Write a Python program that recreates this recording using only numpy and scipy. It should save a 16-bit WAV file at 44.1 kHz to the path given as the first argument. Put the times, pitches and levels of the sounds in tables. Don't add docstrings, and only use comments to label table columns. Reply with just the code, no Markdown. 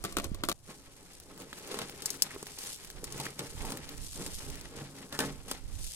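import sys
import numpy as np
from scipy import signal
from scipy.fft import rfft, irfft
from scipy.io import wavfile

SR = 44100
rng = np.random.default_rng(int(sys.argv[2]) if len(sys.argv) > 2 else 0)


def store_pcm(level_fs):
    pcm = np.round(np.clip(level_fs, -1, 1) * 32767).astype(np.int16)
    wavfile.write(sys.argv[1], SR, np.atleast_2d(pcm).T)


N = 262659
CUT_S = 0.528
PUSH_DELAY_S = 0.0007


def handling(levels, surface_modes, snap_ring, start, end):
    # t/s, crack level/dB, blow level/dB
    all_snaps = [(0.0396, -25.5, -34.5), (0.0487, -29, -32), (0.054, -33, -43), (0.124, -35, -47),
                 (0.168, -22.5, -28), (0.1839, -26.5, -32.5), (0.198, -31.5, -34.5), (0.2425, -28.5, -38),
                 (0.3455, -36, -45), (0.4357, -26.5, -29), (0.45, -34, -44), (0.4867, -22, -30),
                 (0.4953, -23.5, -32), (0.515, -29, -33), (0.5257, -31, -46), (1.5285, -38, -43.5),
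                 (1.7148, -33.5, -38), (1.742, -33, -37), (1.788, -29, -33), (1.8162, -34, -38),
                 (2.021, -29, -43), (2.0576, -16.5, -67), (2.103, -21, -59), (2.221, -10, -45.5),
                 (2.427, -33, -50), (2.5863, -29.5, -49.5), (3.041, -26, -43), (3.123, -30.5, -50),
                 (3.1994, -28.5, -36), (3.3917, -28, -36.5), (3.72, -29, -36), (4.263, -30, -41.5),
                 (5.1251, -33, -38), (5.1896, -21.5, -25.5), (5.2029, -24.5, -28), (5.482, -37, -42),
                 (5.5126, -24, -32.5)]
    # t/s, level/dB, f/Hz
    all_bumps = [(0.255, -31, 75), (0.316, -21.5, 191), (1.529, -28, 1700), (2.362, -30, 395),
                 (2.3624, -33.5, 1150), (2.428, -32.5, 392), (2.4287, -35, 1120), (3.033, -29.5, 420),
                 (3.266, -23, 1750)]
    snaps = [row for row in all_snaps if start <= row[0] < end]
    bumps = [row for row in all_bumps if start <= row[0] < end]
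    drum_db, peel_db, rub_db = levels
    drive = peeling(drum_db, peel_db) + blows(snaps) + scrapes()
    surface = resonant(drive, surface_modes, width_at_1k_hz=17.3)
    film = cracks(snaps) + snap_ring(snaps) + crinkles(rub_db) + sliding(rub_db)
    t = np.arange(N) / SR
    return (surface + film + knocks(bumps)) * ((t >= start) & (t < end))


def effort():
    # t/s of greatest tension, length/s, drumming level/dB, crackle level/dB
    pulls = [(0.08, 0.097, -50, -52.5), (0.243, 0.054, -44.5, -51.5), (0.453, 0.027, -43, -55),
             (0.702, 0.024, -39.5, -51), (1.308, 0.062, -50, -62), (1.404, 0.057, -42.5, -51),
             (1.581, 0.023, -45.5, -56.5), (1.718, 0.12, -40, -46.5), (1.832, 0.13, -45, -50.5),
             (2.034, 0.18, -46, -51.5), (2.252, 0.06, -65, -47.5), (2.352, 0.14, -49, -52),
             (3.06, 0.17, -50, -55), (3.204, 0.11, -42, -44.5), (3.257, 0.038, -50, -46),
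             (3.401, 0.021, -38.5, -46), (3.43, 0.077, -42.5, -49), (3.649, 0.13, -42, -47.5),
             (3.73, 0.085, -37.5, -53), (3.897, 0.17, -49.5, -52), (4.208, 0.1, -40.5, -51.5),
             (4.485, 0.18, -46.5, -63), (4.554, 0.15, -53, -53), (4.779, 0.11, -42, -51),
             (4.987, 0.088, -43, -53.5), (5.142, 0.024, -37.5, -43.5), (5.23, 0.075, -35, -41.5),
             (5.513, 0.063, -46.5, -45.5)]
    # middle t/s, half length/s, rubbing level/dB, crackle level/dB
    slides = [(0.71, 0.045, -59.5, -59.5), (1.14, 0.037, -59.5, -67), (1.614, 0.11, -61, -53),
              (2.108, 0.055, -51, -70), (2.516, 0.056, -52.5, -55), (2.847, 0.055, -55, -52.5),
              (3.594, 0.21, -55, -75), (4.142, 0.12, -49, -74), (4.385, 0.094, -49.5, -51.5),
              (5.946, .14, -47.5, -75)]
    # middle t/s, half length/s
    dips = [(2.75, 0.012), (3.346, 0.005), (4.113, 0.03), (4.359, 0.018), (5.175, 0.0036), (5.926, 0.063)]
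    t = np.arange(N) / SR
    quiet, taut = (t >= CUT_S) & (t < 0.675), t < CUT_S
    drum = from_db(-56.5 - 23 * quiet) ** 2
    peel = from_db(-63 - 23 * quiet) ** 2
    rub = from_db(-63 - 5 * quiet - 5.5 * taut) ** 2
    build, release = 0.65, 0.85
    for s, length_s, drum_db, peel_db in pulls:
        away = np.maximum((s - t) / build, (t - s) / release) / length_s
        near = away < 5
        tension = np.exp(-away[near] ** 1.28)
        drum[near] += (tension * from_db(drum_db)) ** 2
        peel[near] += (tension * from_db(peel_db)) ** 2
        rub[near] += (tension * from_db(peel_db - 4.5)) ** 2
    rub += swells([(s, half_s, db) for s, half_s, db, _ in slides], steepness=2.13)
    peel += swells([(s, half_s, db) for s, half_s, _, db in slides], steepness=2.13)
    from_s, to_s, edge_s = 2.585, 2.752, 0.013
    unzipping = (np.tanh((t - from_s) / edge_s) - np.tanh((t - to_s) / edge_s)) / 2
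    rub += unzipping * from_db(-47) ** 2
    peel += unzipping * from_db(-50.5) ** 2
    dip_db = -19.5 * sum(np.exp(-((t - s) / half_s) ** 2) for s, half_s in dips)
    return power_db(drum) + dip_db, power_db(peel) + dip_db, power_db(rub)


def cracks(snaps):
    # f/Hz, relative level/dB
    spectrum = [(500, -17), (1500, -25), (3000, -13), (4600, 1), (5800, -0.5), (6700, 1.5), (12000, -2.5),
                (15000, -5), (17000, -37)]
    door_echo_s = 0.0021
    s, crack_db, _ = np.transpose(snaps)
    flips = bursts(s, crack_db, rise_s=0.00061, t60=0.0047)
    echo = from_db(-5) * np.interp(np.arange(N) - door_echo_s * SR, np.arange(N), flips)
    early = scattered(flips + echo, wet_db=-5.5, t60=0.0037)
    return from_db(-4.0) * coloured(scattered(early, wet_db=-3.5, t60=0.047), spectrum)


def blows(snaps):
    # f/Hz, relative level/dB
    spectrum = [(40, -23), (130, -8), (280, -1), (500, -4), (750, -9.5), (1250, -7), (1750, -11),
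                (4000, -7.5), (9000, -44.5)]
    s, _, blow_db = np.transpose(snaps)
    ragged = from_db(2.3 * drift(500) - 1)
    jerks = ragged * bursts(s, blow_db, rise_s=0.00088, t60=0.024)
    return from_db(1.5) * coloured(scattered(jerks, wet_db=-3.5, t60=0.062), spectrum)


def sheet_thumps(snaps):
    # f/Hz, level/dB relative to the blow, t60/s
    notes = [(203, -8, 0.07), (331, -2.5, 0.046), (1160, 2, 0.022)]
    out = np.zeros(N)
    for s, _, blow_db in snaps:
        push = np.arange(N) == int((s + PUSH_DELAY_S) * SR)
        for hz, db, t60 in notes:
            detune = 1 + 0.045 * rng.standard_normal()
            out += ring(from_db(blow_db + db) * push, hz * detune, t60)
    return out


def crease_ring(snaps):
    # f/Hz, level/dB relative to the crack
    modes = [(1900, -32), (3000, -25.5), (4800, -33), (5200, -13), (7117, -26), (7790, -22), (8177, -18.5),
             (8690, -18), (10080, -15)]
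    s, crack_db, _ = np.transpose(snaps)
    strengths_db = crack_db[:, None] + 1.5 * rng.standard_normal((len(s), len(modes)))
    out = np.zeros(N)
    for k, (hz, db) in enumerate(modes):
        clicks = np.zeros(N)
        clicks[((s + PUSH_DELAY_S) * SR).astype(int)] = from_db(strengths_db[:, k] + db)
        out += ring(clicks, hz, t60=0.033)
    return out


def peeling(drum_db, peel_db):
    # f/Hz, relative level/dB
    drum_spectrum = [(40, -16.5), (100, -4), (150, 2), (300, -1), (480, -2.5), (700, -11.5), (1000, -14),
                     (1500, -14.5), (2500, -35), (6000, -46)]
    # f/Hz, relative level/dB
    peel_spectrum = [(300, 2), (800, 5.5), (1400, 4), (2000, 7.5), (3300, 4), (5000, 1.5), (8000, -9),
                     (16000, -41)]
    tugs = grains(per_s=1500, spread_db=2.0, clump_db=2.5, clump_rate=49) * from_db(drum_db)
    slips = grains(per_s=1300, spread_db=1.5, clump_db=4.0, clump_rate=64) * from_db(peel_db)
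    drum = coloured(scattered(tugs, wet_db=-5.5, t60=0.025), drum_spectrum)
    crackle = coloured(scattered(slips, wet_db=1.0, t60=0.022), peel_spectrum)
    return from_db(-5.5) * drum + from_db(-3.5) * crackle


def panel_thud():
    # f/Hz, level/dB
    modes = [(143, -42.5), (233, -39.5), (273, -43), (350, -39), (417, -44), (612, -35.5), (863, -34),
             (1348, -46), (1538, -34), (1783, -29.5)]
    rip_s, swell_s, t60_at_1k_s = 5.191, 0.011, 0.21
    t = np.maximum(np.arange(N) / SR - rip_s, 0)
    fall_db = 60 * t / t60_at_1k_s
    thud = sum(from_db(db - fall_db * np.sqrt(hz / 1000)) * np.sin(2 * np.pi * (hz * t + rng.random()))
               for hz, db in modes)
    return (1 - np.exp(-t / swell_s)) * thud


def knocks(bumps):
    out = np.zeros(N)
    for s, db, hz in bumps:
        contact = np.arange(N) == int(s * SR)
        push = signal.lfilter(*signal.butter(2, 2 * hz, fs=SR), contact + 1e-18)
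        out += from_db(db) * ring(push, hz, t60=0.26 / np.sqrt(hz))
    return out


def ticks():
    # t/s, level/dB
    wrinkles = [(1.2002, -34), (1.3771, -38.5), (1.4192, -33), (1.587, -35), (1.6746, -33), (1.8961, -33),
                (2.1418, -35), (2.3461, -38), (2.4683, -28), (2.6374, -32), (2.6489, -33), (2.7599, -32.5),
                (2.8474, -32), (2.9014, -30.5), (3.1777, -31), (3.2573, -30), (3.6509, -31), (3.7045, -27),
                (3.7723, -28), (3.8911, -30), (4.501, -29), (4.5555, -33), (4.6114, -34)]
    out, length = np.zeros(N), SR // 100
    decay = np.exp(-np.arange(length) / SR / 0.00068)
    for s, db in wrinkles:
        start, hz = int(s * SR), rng.uniform(4530, 8500)
        click = ring(rng.standard_normal(length) * decay, hz, t60=4 / hz)
        out[start:start + length] += from_db(db + 1) * click / np.abs(click).max()
    return scattered(out, wet_db=1, t60=0.028)


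def sliding(rub_db):
    # f/Hz, relative level/dB
    spectrum = [(400, -9), (1500, -13.5), (3000, -0.5), (5000, 3), (7000, 3), (8800, 4), (10500, 1.5),
                (12500, -2.5), (14500, -10), (16500, -58)]
    rub = from_db(-3.5) * grains(per_s=9000, spread_db=5.0, clump_db=2.5, clump_rate=150)
    return coloured(scattered(rub * from_db(rub_db), wet_db=6.0, t60=0.0049), spectrum)


def crinkles(rub_db, size_count=12):
    pops = grains(per_s=170, spread_db=3.5, clump_db=4.5, clump_rate=30) * from_db(rub_db)
    size = rng.integers(0, size_count, N)
    rings = sum(np.sqrt(hz / SR) * ring(pops * (size == k), hz, t60=7 / hz)
                for k, hz in enumerate(np.linspace(1600, 11500, size_count)))
    return from_db(-7.5) * scattered(rings, wet_db=-9.5, t60=0.016)


def scrapes():
    # middle t/s, half length/s, level/dB, f/Hz
    drags = [(1.734, 0.016, -45.5, 470), (1.802, 0.013, -48, 453), (2.311, 0.0059, -44, 2050),
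             (3.207, 0.0087, -44.5, 880), (3.673, 0.054, -48, 900), (5.146, 0.016, -42.5, 1700),
             (5.219, 0.016, -38.5, 1600)]
    t, out = np.arange(N) / SR, np.zeros(N)
    slips = grains(per_s=1200, spread_db=1.0, clump_db=1.5, clump_rate=58)
    for s, half_s, db, hz in drags:
        swell = from_db(db) * np.exp(-((t - s) / half_s) ** 2 / 2)
        out += swell * rms_one(ring(slips, hz, t60=10 / hz))
    return out


def booming(x, hz=134, width_hz=80):
    # t/s, level/dB
    boom = [(0.5, -18), (1.8, -9), (3.1, 1), (4.3, 1), (5.6, -6.5)]
    deep = signal.lfilter(*signal.iirpeak(hz, hz / width_hz, fs=SR), x)
    return x + (from_db(in_time(boom)) - 1) * deep


def hollow(x, width_hz=44, block=256):
    # t/s, f/Hz
    pitch = [(1.4, 320), (1.75, 428), (1.9, 363), (2.1, 412), (3.2, 344), (3.7, 296), (5.2, 264)]
    centre_hz = in_time(pitch)
    r = np.exp(-np.pi * width_hz / SR)
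    out, state = np.zeros_like(x), np.zeros((2, 2))
    for i in range(0, N, block):
        poles = [1, -2 * r * np.cos(2 * np.pi * centre_hz[i] / SR), r * r]
        out[:, i:i + block], state = signal.lfilter([1, 0, -1], poles, x[:, i:i + block], zi=state)
    return x + from_db(-4.5) * (1 - r * r) / 2 * out


def air():
    # middle t/s, half length/s, level/dB
    gusts = [(0.12, 0.13, -49), (0.33, 0.089, -41), (3.04, 0.1, -49.5), (3.62, 0.065, -44.5),
             (4.04, 0.16, -48), (4.45, 0.18, -45.5), (5.36, 0.086, -48.5), (5.75, 0.1, -40)]
    # f/Hz, relative level/dB
    wind_spectrum = [(10, -13), (28, -5.5), (50, -12.5), (90, -14.5), (180, -31), (500, -61), (2000, -83)]
    # f/Hz, relative level/dB
    floor_spectrum = [(20, 13), (120, 9.5), (300, -4), (700, -6), (2000, -18.5), (8000, -30), (16000, -40)]
    breeze = from_db(-68.5) ** 2
    wind_db = power_db(breeze + swells(gusts, steepness=1.93))
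    wind = coloured(rng.standard_normal((2, N)), wind_spectrum) * from_db(wind_db + 2.0 * drift(29))
    floor = coloured(rng.standard_normal(N) + rng.standard_normal((2, N)), floor_spectrum)
    return wind * from_db([[-7], [5.5]]) + from_db(-63.0) * floor


def at_ports(x, left_lag_ms):
    # t/s, left minus right level/dB
    shade = [(0, 6), (0.5, 10.5), (0.7, 3), (1.7, 3.5), (2.22, 7.5), (2.4, 2.5), (5.9, 5)]
    x = x - signal.sosfilt(signal.butter(1, 450, fs=SR, output="sos"), x - x.mean(axis=0))
    treble = signal.sosfilt(signal.butter(1, 3500, "high", fs=SR, output="sos"), x)
    left, right = x + treble * (from_db(in_time(shade) * np.array([[.5], [-.5]])) - 1)
    taps = np.arange(-32, 33)
    delay = np.sinc(taps - left_lag_ms * SR / 1000) * np.hanning(len(taps))
    return np.array([np.convolve(left, delay, "same"), right])


def scattered(x, wet_db, t60):
    keep = from_db(-120 / (t60 * SR))
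    tail = np.sqrt(signal.lfilter([1 - keep], [1, -keep], x ** 2 + 1e-18))
    return x + from_db(wet_db) * tail * rng.standard_normal((2, N))


def resonant(x, modes, width_at_1k_hz):
    out = x
    for hz, db in modes:
        r = np.exp(-np.pi * width_at_1k_hz * np.sqrt(hz / 1000) / SR)
        poles = [1, -2 * r * np.cos(2 * np.pi * hz / SR), r * r]
        out = out + from_db(db) * (1 - r * r) / 2 * signal.lfilter([1, 0, -1], poles, x)
    return out


def ring(x, hz, t60):
    r, w = from_db(-60 / (t60 * SR)), 2 * np.pi * hz / SR
    return signal.lfilter([0, np.sin(w)], [1, -2 * r * np.cos(w), r * r], x + 1e-18)


def grains(per_s, spread_db, clump_db, clump_rate):
    sizes = from_db(spread_db * np.minimum(rng.exponential(1, N), 4)) * rng.choice([-1, 1], N)
    slipping = rng.random(N) < per_s / SR
    return rms_one(slipping * sizes * from_db(clump_db * drift(clump_rate)))


def bursts(times, levels_db, rise_s, t60):
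    t, power = np.arange(SR // 2) / SR, np.zeros(N + SR)
    shape = (1 - np.exp(-(t / rise_s) ** 2)) * from_db(-60 * t / t60)
    for s, db in zip(times, levels_db):
        start = int(s * SR)
        power[start:start + len(t)] += (from_db(db) * shape / shape.max()) ** 2
    return np.sqrt(power[:N]) * rng.choice([-1, 1], N)


def swells(rows, steepness):
    t = np.arange(N) / SR
    return sum(from_db(db) ** 2 * np.exp(-np.abs((t - s) / half_s) ** steepness)
               for s, half_s, db in rows)


def coloured(x, spectrum, size=8192):
    hz, db = np.transpose(spectrum)
    bin_hz = np.arange(size // 2 + 1) * SR / size
    gain = rms_one(from_db(np.interp(np.log(bin_hz + 1), np.log(hz), db)))
    cepstrum = irfft(np.log(gain))
    cepstrum[1:size // 2] *= 2
    cepstrum[size // 2 + 1:] = 0
    impulse = irfft(np.exp(rfft(cepstrum)))
    return signal.oaconvolve(x, impulse[None], axes=1)[:, :N]


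def drift(rate):
    knots = rng.standard_normal(N // 40)
    return np.interp(np.arange(N) * rate / SR, np.arange(len(knots)), knots)


def in_time(rows):
    return np.interp(np.arange(N) / SR, *np.transpose(rows))


def from_db(db):
    return 10 ** (np.asarray(db) / 20)


def power_db(power):
    return 10 * np.log10(power + 1e-12)


def rms_one(x):
    return x / np.sqrt(np.mean(x ** 2) + 1e-20)


def scene():
    # f/Hz, level/dB
    sheet_modes = [(205, 6), (272, 3), (338, 8.5), (395, 4.5), (542, 5.5), (605, 7.5), (686, 9),
                   (1160, 9.5), (1365, 3.5)]
    # f/Hz, level/dB
    panel_modes = [(142, 8), (190, -1.5), (273, -0.5), (418, 1.5), (464, -0.5), (570, -3.5), (795, 1),
                   (872, 3), (1075, 1), (1295, -0.5)]
    levels = effort()
    sheet = handling(levels, sheet_modes, sheet_thumps, start=0, end=CUT_S)
    tugging = at_ports(sheet, left_lag_ms=-0.12)
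    tape = handling(levels, panel_modes, crease_ring, start=CUT_S, end=N / SR)
    picking = at_ports(hollow(booming(tape)) + ticks() + panel_thud(), left_lag_ms=0.12)
    return tugging + picking + air()


def record(dry):
    return signal.sosfilt(signal.ellip(10, .1, 90, 16400, fs=SR, output="sos"), dry)


dry = scene()
out = record(dry)
store_pcm(out)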